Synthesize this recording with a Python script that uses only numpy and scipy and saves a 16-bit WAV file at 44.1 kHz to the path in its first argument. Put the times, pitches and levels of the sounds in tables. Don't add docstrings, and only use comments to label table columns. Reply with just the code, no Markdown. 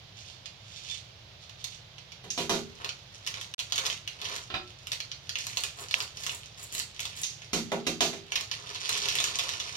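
import sys
import numpy as np
from scipy import signal
from scipy.fft import rfft, irfft, next_fast_len
from scipy.io import wavfile

SR = 44100
rng = np.random.default_rng(int(sys.argv[2]) if len(sys.argv) > 2 else 0)


def int16_out(signal):
    q = np.round(np.clip(np.atleast_2d(signal).T, -1, 1) * 32767)
    wavfile.write(sys.argv[1], SR, q.astype(np.int16))


N = 430416

# frequency_hz, level_db
FILM_SPECTRUM = [(200, -13.5), (400, -10.5), (1000, -10.5), (1800, -6.5), (2400, -3), (3400, -0.5),
                 (4600, -3.5), (6500, -4.5), (8000, -13), (11000, -11.5), (15500, -38.5)]
# frequency_hz, level_db
CRISP_SPECTRUM = [(2000, -13), (5000, -36.5), (6800, 3.5), (8200, -2), (12000, -6), (15500, -15)]
# frequency_hz, level_db
FILLING_SPECTRUM = [(150, -23.5), (400, 4), (700, 1), (1300, 5), (2200, -9.5), (4000, -33)]
# frequency_hz, level_db
STEEL_SPECTRUM = [(700, -13.5), (1400, -4), (2300, -1.5), (3600, 0), (5000, -6.5), (6700, -2),
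                  (8000, -10.5), (12000, -10), (16000, -20)]
# start_s, thud_db, thud_hz, clatter_db, clatter_hz, chatter_s
KNOCK_EVENTS = [(2.24, -50.5, 380, -62, 1440, 0.013), (2.377, -34.5, 513, -42, 3400, 0.038),
                (2.4947, -29, 370, -39, 4380, 0.053), (7.532, -33, 225, -39.5, 5060, 0.039),
                (7.718, -30, 580, -47, 1330, 0.0097), (7.867, -34.5, 295, -40.5, 4170, 0.011),
                (8.007, -31.5, 590, -35, 4400, 0.05), (8.131, -46, 500, -54, 2580, 0.0037)]
# start_s, level_db
SNIP_EVENTS = [(2.3033, -25), (7.2337, -19.5)]


def crease_snaps(facet_db=6.5, crack_db=6, crisp_db=1, slip_t60=0.013, avalanche_t60=0.046):
    # start_s, level_db, facet_hz, edge_db, avalanche_gain
    loud_creases = [(0.4578, -31.5, 3770, -18, 0.88), (1.495, -37.5, 3320.0, -6, 0.66),
                    (1.6417, -31, 3830, 2, 1.27), (1.9821, -38, 3770, -16, 0.89),
                    (2.1196, -37.5, 4300, -6, 1.1), (2.8456, -24.5, 3950.0, -2.5, 0.56),
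                    (2.8912, -22.5, 3500, -17, 0.41), (3.265, -27, 3540.0, -3, 0.64),
                    (3.274, -20, 4040, -1.5, 0.31), (3.3407, -27.5, 3500, -9, 0.72),
                    (3.4126, -29, 3520, -1, 0.67), (3.5389, -26, 3760.0, -1.5, 0.27),
                    (3.5915, -23.5, 3380, -2, 1.3), (3.7227, -18.5, 3560, -2, 0.26),
                    (3.7584, -23.5, 3720.0, 0, 0.44), (3.7794, -23, 3320, -1, 1.7),
                    (3.8585, -17.5, 2460.0, -11.0, 0.49), (3.8645, -22, 3730, 0.5, 0.84),
                    (3.9, -20, 3400, -6, 0.5), (4.0762, -23, 3640.0, -5, 0.24),
                    (4.2156, -27.5, 3570, -3.5, 0.6), (4.2532, -26, 3200.0, -7.5, 0.8),
                    (4.363, -27, 3060, -1, 0.5), (4.8703, -28, 3140, 1, 0.3),
                    (4.9185, -21.5, 3850, -1, 0.43), (4.9314, -23.5, 3400.0, -2, 0.3),
                    (5.003, -23.5, 3630, -6, 0.32), (5.1163, -27, 4200, -15, 0.27),
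                    (5.2932, -23, 4930.0, -3, 0.28), (5.3555, -22.5, 2860.0, -7.0, 0.48),
                    (5.3872, -25.5, 4340.0, -2, 0.51), (5.468, -25.5, 4330.0, 4, 0.36),
                    (5.5714, -17.5, 3470, -5, 0.24), (5.6365, -21.0, 2850, 2.5, 0.49),
                    (5.9108, -23.5, 3800.0, -3, 0.5), (5.9413, -18, 2900, -5.5, 0.24),
                    (6.0038, -21, 4000, -6, 0.26), (6.2354, -28.5, 4620.0, -1, 0.6),
                    (6.2652, -21.0, 3000, 0, 0.43), (6.2945, -23, 2770.0, -17, 0.34),
                    (6.7496, -25.5, 4070.0, 6, 0.37), (6.7982, -23.5, 4220, -2, 0.31),
                    (6.994, -25.5, 2670.0, -6, 0.48), (7.004, -25.5, 3290.0, 3.5, 0.26),
                    (7.0537, -24, 3240, -0.5, 0.6), (7.419, -33.5, 2610, -11, 0.4),
                    (8.32, -19.5, 2360, -6, 0.42), (8.356, -19, 2500, -3.5, 1.34),
                    (8.4094, -25, 3970.0, -1.0, 0.37), (8.5138, -20.5, 3100, -8.5, 0.66),
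                    (8.7585, -26, 3040, -14, 0.6), (8.8927, -17, 4340, 1.5, 0.43),
                    (8.9654, -23.5, 3590.0, -8, 0.32), (8.975, -25.5, 3210.0, 3, 0.27),
                    (9.0857, -18.5, 4380, -3, 0.78), (9.1535, -20, 2980, 2.5, 0.56),
                    (9.1863, -18.5, 3040.0, -11, 0.4), (9.2024, -16.5, 3720, -3, 0.54),
                    (9.241, -15.5, 4340, -0.5, 0.2), (9.3878, -20, 3620, 1, 0.4),
                    (9.3934, -19, 3200, -9, 0.8), (9.4908, -21.5, 3730.0, -1.5, 0.26),
                    (9.5372, -23.5, 2520, -10, 0.2), (9.6002, -22, 3490.0, -5, 0.55)]
    body, edge, t = np.zeros(N), np.zeros(N), np.arange(SR // 8) / SR
    impulse = t == 0
    for start, db, hz, edge_db, avalanche in list(loud_creases) + lesser_creases():
        flip = impulse + 0.18 * rng.standard_normal(len(t)) * fade(t, slip_t60)
        folds = clicks(900, 2.5, len(t)) * fade(t, avalanche_t60)
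        force = from_db(db) * (flip / np.linalg.norm(flip) + avalanche * folds / np.linalg.norm(folds))
        facet = resonance(force, hz, width_hz=0.46 * hz)
        crack = signal.sosfilt(signal.butter(2, 0.13 * hz, "high", fs=SR, output="sos"), force + 1e-18)
        first_slip = 0.18 * from_db(db) * impulse
        add(body, start, from_db(facet_db) * facet + from_db(crack_db) * crack)
        add(edge, start, from_db(crisp_db + edge_db) * (force + first_slip))
    softened = colour(colour(body, FILM_SPECTRUM), [(6500, 0.5), (9000, -5.5)])
    return softened + colour(edge, CRISP_SPECTRUM)


def lesser_creases(per_s=22, lift_db=3.5, spread_db=4, facet_hz=3400, edge_db=-2, avalanche=0.5):
    handling, _, _ = hands()
    rows = []
    for when, strength, pitch in rng.random((int(per_s * N / SR), 3)):
        at = int(when * (N - 1))
        db = 20 * np.log10(handling[at] + 1e-9) + lift_db - spread_db * np.log(max(strength, 0.1))
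        rows.append((at / SR, db, facet_hz * 2 ** (2 * pitch - 1), edge_db, avalanche))
    return rows


def rustle(film_db=-3, crisp_db=-22, filling_db=-4, shear_db=-4, drag_db=-3):
    handling, squeeze, drag = hands()
    busy = np.sqrt(handling / handling.mean()) + 0.22
    folds = rms_one(facets(260 * busy) * clumps(per_s=70, spread_db=4) / np.sqrt(busy))
    grains = folds + 0.14 * rng.standard_normal(N)
    crisp = from_db(crisp_db) * rms_one(colour(folds, CRISP_SPECTRUM))
    near = from_db(film_db) * handling * (rms_one(colour(grains, FILM_SPECTRUM)) + crisp)
    crunch = from_db(filling_db) * squeeze * rms_one(colour(clicks(900, 7.9, N), FILLING_SPECTRUM))
    far = colour(facets(1200), FILM_SPECTRUM)
    swish = rms_one(resonance(far, 1500, 12400) + 0.76 * resonance(far, 3550, 230))
    return near + crunch + from_db(shear_db) * shearing() + from_db(drag_db) * drag * swish


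def hands(rise_s=0.045, fall_s=0.037, resting_db=-62):
    # start_s, hold_s, rustle_db, crunch_db
    grips = [(2.838, 0.024, -57, -47), (3.308, 0.12, -52.5, -55), (3.782, 0.13, -42, -51),
             (4.247, 0.11, -45, -47.5), (5.38, 0.3, -46.5, -75), (5.95, 0.064, -45, -71),
             (6.202, 0.13, -49.5, -57), (6.714, 0.11, -51.5, -78), (6.996, 0.17, -54, -77),
             (8.35, 0.057, -43.5, -52), (8.534, 0.44, -49.5, -53.5), (8.881, 0.44, -38.5, -48),
             (9.424, 1, -41.5, -50)]
    # peak_s, level_db, rise_s, fall_s
    drags = [(0.18, -48, 0.0084, 0.029), (0.29, -52, .04, 0.046), (0.775, -50.5, 0.078, 0.048),
             (0.923, -40.5, 0.056, 0.047), (1.425, -53, .012, 0.026), (1.595, -53, .008, 0.037),
             (1.65, -50, .005, 0.035), (1.735, -49, 0.017, 0.031)]
    handling = from_db(resting_db) * swell(2.6, 7.16, rise_s, fall_s)
    squeeze = np.zeros(N)
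    for start, hold, rustle_db, crunch_db in grips:
        grip = swell(start, hold, rise_s, fall_s)
        handling += from_db(rustle_db) * grip
        squeeze += from_db(crunch_db) * grip
    drag = sum(from_db(db) * swell(peak, 0, rise, fall) for peak, db, rise, fall in drags)
    return handling, squeeze, drag


def swell(start_s, hold_s, rise_s, fall_s):
    t = np.arange(N) / SR - start_s
    return np.exp(np.minimum(t, 0) / rise_s - np.maximum(t - hold_s, 0) / fall_s)


def facets(per_s, count=6):
    folds = clicks(per_s, 4, N)
    dealt = rng.integers(0, count, N)
    pitches_hz = np.geomspace(2300, 6500, count)
    rings = sum(resonance(folds * (dealt == k), hz, hz / 3) for k, hz in enumerate(pitches_hz))
    return rms_one(0.35 * folds + rings)


def clumps(per_s, spread_db):
    knots = rng.standard_normal(1000)
    return from_db(spread_db * np.interp(np.arange(N) / SR * per_s, np.arange(len(knots)), knots))


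def shearing(tears_per_s=2500, rattle_db=-2):
    # start_s, length_s, crisp_db, crunch_db
    strokes = [(3.76, 0.11, -57, -46), (5.35, 0.35, -58.5, -74), (5.544, 0.14, -49.5, -56),
               (5.759, 0.1, -47.5, -49), (5.952, 0.1, -45.5, -45.5), (6.15, 0.26, -49, -64),
               (6.562, 0.1, -48, -58.5), (6.709, 0.12, -43, -83), (7.147, 0.092, -46, -76),
               (8.86, 0.13, -47, -50), (9.127, 0.23, -42.5, -64), (9.403, 0.083, -43, -52.5)]
    crisp_gain, crunch_gain = np.zeros(N), np.zeros(N)
    for start, length, crisp_db, crunch_db in strokes:
        stroke = signal.windows.tukey(round(length * SR), 0.5)
        add(crisp_gain, start, from_db(crisp_db) * stroke)
        add(crunch_gain, start, from_db(crunch_db) * stroke)
    tears = clicks(tears_per_s, 6.5, N) * clumps(per_s=120, spread_db=6)
    crisp = rms_one(colour(tears, CRISP_SPECTRUM))
    rattle = rms_one(colour(clicks(tears_per_s, 6.5, N), FILM_SPECTRUM))
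    crunch = rms_one(colour(clicks(tears_per_s, 1.2, N), FILLING_SPECTRUM))
    return crisp_gain * (crisp + from_db(rattle_db) * rattle) + crunch_gain * crunch


def seam_crack(start_s=5.9415, level_db=-8.5, pitch_hz=2200, slip_t60=0.0027):
    out, t = np.zeros(N), np.arange(SR // 20) / SR
    force = (t == 0) + 0.3 * rng.standard_normal(len(t)) * fade(t, slip_t60)
    crack = colour(resonance(force, pitch_hz, width_hz=1100), FILM_SPECTRUM)
    add(out, start_s, from_db(level_db) * crack / np.abs(crack).max())
    return out


def scissor_knocks(thud_trim_db=-20, clatter_trim_db=-10, thud_t60=0.11, clatter_t60=0.21):
    # pitch_hz, level_db, t60_s
    stove_modes = [(163.3, 1, 0.37), (236.5, 1, 0.58), (347.2, 5.5, 0.15), (396, -2.5, 0.48),
                   (436, -13, 0.63), (527, -11.5, 0.29), (690, -8.5, 0.24), (819, -1.5, 0.14),
                   (954, -9, 0.23)]
    # frequency_hz, level_db
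    thud_spectrum = [(100, -9.5), (200, -1), (330, -1.5), (700, 4.5), (1000, -2.5), (1500, -5.5),
                     (2500, -52), (5000, -67)]
    out, t = np.zeros(N), np.arange(SR // 2) / SR
    impact = 7 * np.exp(-t * SR / 2)
    for start, thud_db, thud_hz, clatter_db, clatter_hz, chatter_s in KNOCK_EVENTS:
        settling = np.maximum(t - chatter_s, 0)
        contacts = impact + clicks(5000, 2.5, len(t)) * (1 + 3.6 * fade(t, t60=0.037))
        boom = colour(contacts * fade(settling, thud_t60), thud_spectrum)
        boom = rms_one(resonance(boom, thud_hz, width_hz=330) + 0.5 * boom)
        panel = rms_one(resonance(struck(stove_modes, t), thud_hz, width_hz=0.75 * thud_hz))
        clatter = colour(contacts * fade(settling, clatter_t60), STEEL_SPECTRUM)
        clatter = rms_one(resonance(clatter, clatter_hz, width_hz=3000) + 0.57 * clatter)
        add(out, start, from_db(thud_db + thud_trim_db) * (boom + panel))
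        add(out, start, from_db(clatter_db + clatter_trim_db) * clatter)
    return out


def blade_snips(trim_db=4.5, crack_db=3, crack_t60=0.008, buzz_db=-16, buzz_t60=0.35):
    out, t = np.zeros(N), np.arange(SR // 2) / SR
    envelope = from_db(crack_db) * fade(t, crack_t60) + from_db(buzz_db) * fade(t, buzz_t60)
    for start, db in SNIP_EVENTS:
        force = 3 * (t == 0) + rng.standard_normal(len(t)) * envelope
        snip = resonance(colour(force, STEEL_SPECTRUM), hz=5600, width_hz=2600)
        add(out, start, from_db(db + trim_db) * snip)
    return out


def blade_ring(after_knock_db=-10, after_snip_db=-26):
    # pitch_hz, level_db, t60_s
    blade_modes = [(2422, 2, 0.5), (2654, 1.5, 0.22), (3175, -5, 0.32), (3511, -0.5, 0.28), (4834, 0.5, .3),
                   (4815, -11, .4), (5190, -8, 0.14), (5416, -24, 0.22), (5700, -13, 0.15),
                   (6148, -2, 0.19), (6560, -5, 0.35)]
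    out, t = np.zeros(N), np.arange(SR // 2) / SR
    for start, _, _, clatter_db, *_ in KNOCK_EVENTS:
        add(out, start, from_db(clatter_db + after_knock_db) * struck(blade_modes, t))
    for start, db in SNIP_EVENTS:
        high_ring = resonance(struck(blade_modes, t), hz=6000, width_hz=1500)
        add(out, start, from_db(db + after_snip_db) * high_ring)
    return out


def handle_clacks(rattle_db=3, rattle_t60=0.092):
    # start_s, level_db
    clack_events = [(4.501, -44), (4.54, -35)]
    # pitch_hz, level_db, t60_s
    handle_modes = [(361, -1.5, 0.15), (587, -10.5, .2), (753, -1, 0.092), (1066, -6, .16), (1330, 0, 0.13),
                    (1600, -8, 0.14), (1954, -19, .15), (2480, -6.5, 0.19), (3004, -4, 0.098),
                    (3620, -3, 0.11), (4888, -13.5, 0.21)]
    # frequency_hz, level_db
    pivot_spectrum = [(200, -10), (1200, 1.5), (3600, 7), (4500, -1), (9000, -27)]
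    out, t = np.zeros(N), np.arange(SR // 2) / SR
    for start, db in clack_events:
        rattle = colour(rng.standard_normal(len(t)) * fade(t, rattle_t60), pivot_spectrum)
        add(out, start, from_db(db) * (0.61 * struck(handle_modes, t) + from_db(rattle_db) * rattle))
    return out


def tink(start_s=0.9, level_db=-43, pitch_hz=3530, t60=0.13):
    out, t = np.zeros(N), np.arange(SR // 2) / SR
    add(out, start_s, from_db(level_db) * np.sin(2 * np.pi * pitch_hz * t) * fade(t, t60))
    return out


def kitchen_echoes(build_s=0.00027):
    # frequency_hz, t60_s
    decay_times = [(150, 0.51), (500, 0.21), (1500, 0.27), (3500, 0.2), (7000, 0.27), (15000, 0.21)]
    # frequency_hz, correlation
    echo_likeness = [(100, 0.54), (300, 0.91), (650, 0.74), (1400, 0.036), (3000, 0.0054), (12000, 0.13)]
    # frequency_hz, gain_db
    absorption = [(5000, 4), (8000, 3.5), (14000, -1.5)]
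    t = np.arange(SR // 2) / SR
    hz = np.fft.rfftfreq(len(t), 1 / SR)
    noise = stereo_noise(echo_likeness, len(t))
    edges_hz = np.r_[0, np.geomspace(150, SR / 2, 12)]
    tail = np.zeros((2, len(t)))
    for low, high in zip(edges_hz, edges_hz[1:]):
        band = irfft(noise * (hz >= low) * (hz < high), len(t))
        tail += band * fade(t, at_hz(decay_times, (low + high) / 2))
    tail *= 1 - np.exp(-t / build_s)
    return np.array([colour(side / np.linalg.norm(side), absorption) for side in tail])


def room_tone(level_db=-51.5):
    # frequency_hz, level_db
    hum_spectrum = [(15, -37), (25, -18), (108, 5.5), (153, -1), (242, -17), (641, -11), (863, -14.5),
                    (1740, -16.5), (3520, -10.5), (6380, -21), (8140, -37), (14400, -40), (16000, -41)]
    # frequency_hz, correlation
    hum_likeness = [(60, 1), (130, 0.93), (300, 0.62), (700, 0.39), (1400, 0.025), (8000, 0.017)]
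    size = 2 * next_fast_len(N // 2 + 1)
    gains = from_db(at_hz(hum_spectrum, np.fft.rfftfreq(size, 1 / SR)))
    hum = irfft(stereo_noise(hum_likeness, size) * gains)[:, :N]
    return from_db(level_db) * rms_one(hum)


def at_microphones(x, room, lead_ms, direct_db, room_db):
    late = np.roll(x, round(lead_ms * SR / 1000))
    echoes = np.array([convolve(x, side) for side in room])
    return from_db(direct_db) * np.array([x, late]) + from_db(room_db) * echoes


def clicks(per_s, spread_db, size):
    heights = from_db(spread_db * np.minimum(rng.exponential(1, size), 4))
    return (rng.random(size) < per_s / SR) * heights * rng.choice([-1, 1], size)


def struck(modes, t):
    return sum(from_db(db + rng.normal()) * rng.choice([-1, 1])
               * np.sin(2 * np.pi * hz * t) * fade(t, t60) for hz, db, t60 in modes)


def stereo_noise(likeness, size):
    mid, side = rfft(rng.standard_normal((2, size)))
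    alike = at_hz(likeness, np.fft.rfftfreq(size, 1 / SR))
    return (np.sqrt(1 + alike) * mid + np.sqrt(1 - alike) * side * [[1], [-1]]) / np.sqrt(2)


def resonance(x, hz, width_hz):
    r = np.exp(-np.pi * width_hz / SR)
    feedback = [1, -2 * r * np.cos(2 * np.pi * hz / SR), r * r]
    return signal.lfilter(np.array([1, 0, -1]) * (1 - r * r) / 2, feedback, x + 1e-18)


def colour(x, spectrum, size=2048):
    cepstrum = irfft(np.log(from_db(at_hz(spectrum, np.fft.rfftfreq(size, 1 / SR)))))
    cepstrum[1:size // 2] *= 2
    cepstrum[size // 2 + 1:] = 0
    return convolve(x, irfft(np.exp(rfft(cepstrum))))


def convolve(x, response):
    return signal.oaconvolve(x, response)[:len(x)]


def at_hz(points, hz):
    frequencies, values = np.transpose(points)
    return np.interp(np.log(np.maximum(hz, 1)), np.log(frequencies), values)


def fade(t, t60):
    return np.exp(-np.log(1000) * t / t60)


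def from_db(db):
    return 10 ** (np.asarray(db) / 20)


def rms_one(x):
    return x / np.sqrt(np.mean(x ** 2) + 1e-20)


def add(track, start_s, sound):
    start = round(start_s * SR)
    track[start:start + len(sound)] += sound[:N - start]


def scene():
    # time_s, left_minus_right_db
    pack_position = [(2.2, -3.5), (2.8, 1.5)]
    # frequency_hz, left_minus_right_db
    microphone_balance = [(200, -0.3), (1300, -1), (2400, -6), (4400, -9), (8000, -3), (15000, 2)]
    room = kitchen_echoes()
    wrapper = at_microphones(crease_snaps(), room, lead_ms=0.33, direct_db=14, room_db=11)
    wrapper += at_microphones(rustle(), room, lead_ms=0.39, direct_db=3, room_db=-0.5)
    wrapper += at_microphones(seam_crack(), room, lead_ms=0.33, direct_db=3, room_db=-25)
    pan_db = np.interp(np.arange(N) / SR, *np.transpose(pack_position))
    wrapper *= from_db(pan_db * [[0.5], [-0.5]])
    scissors = scissor_knocks() + blade_ring() + blade_snips() + handle_clacks()
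    hard_sounds = at_microphones(scissors + tink(), room, lead_ms=0.192, direct_db=4, room_db=4.5)
    left, right = wrapper + hard_sounds + room_tone()
    return np.array([colour(left, [(hz, db / 2) for hz, db in microphone_balance]),
                     colour(right, [(hz, -db / 2) for hz, db in microphone_balance])])


def record(dry):
    gap_start_s, gap_end_s, cutoff_hz = 3.546, 3.581, 16000
    t = np.arange(N) / SR
    live = (t < gap_start_s) | (t > gap_end_s)
    return signal.sosfilt(signal.ellip(10, 0.2, 80, cutoff_hz, fs=SR, output="sos"), dry * live)


dry = scene()
out = record(dry)
int16_out(out)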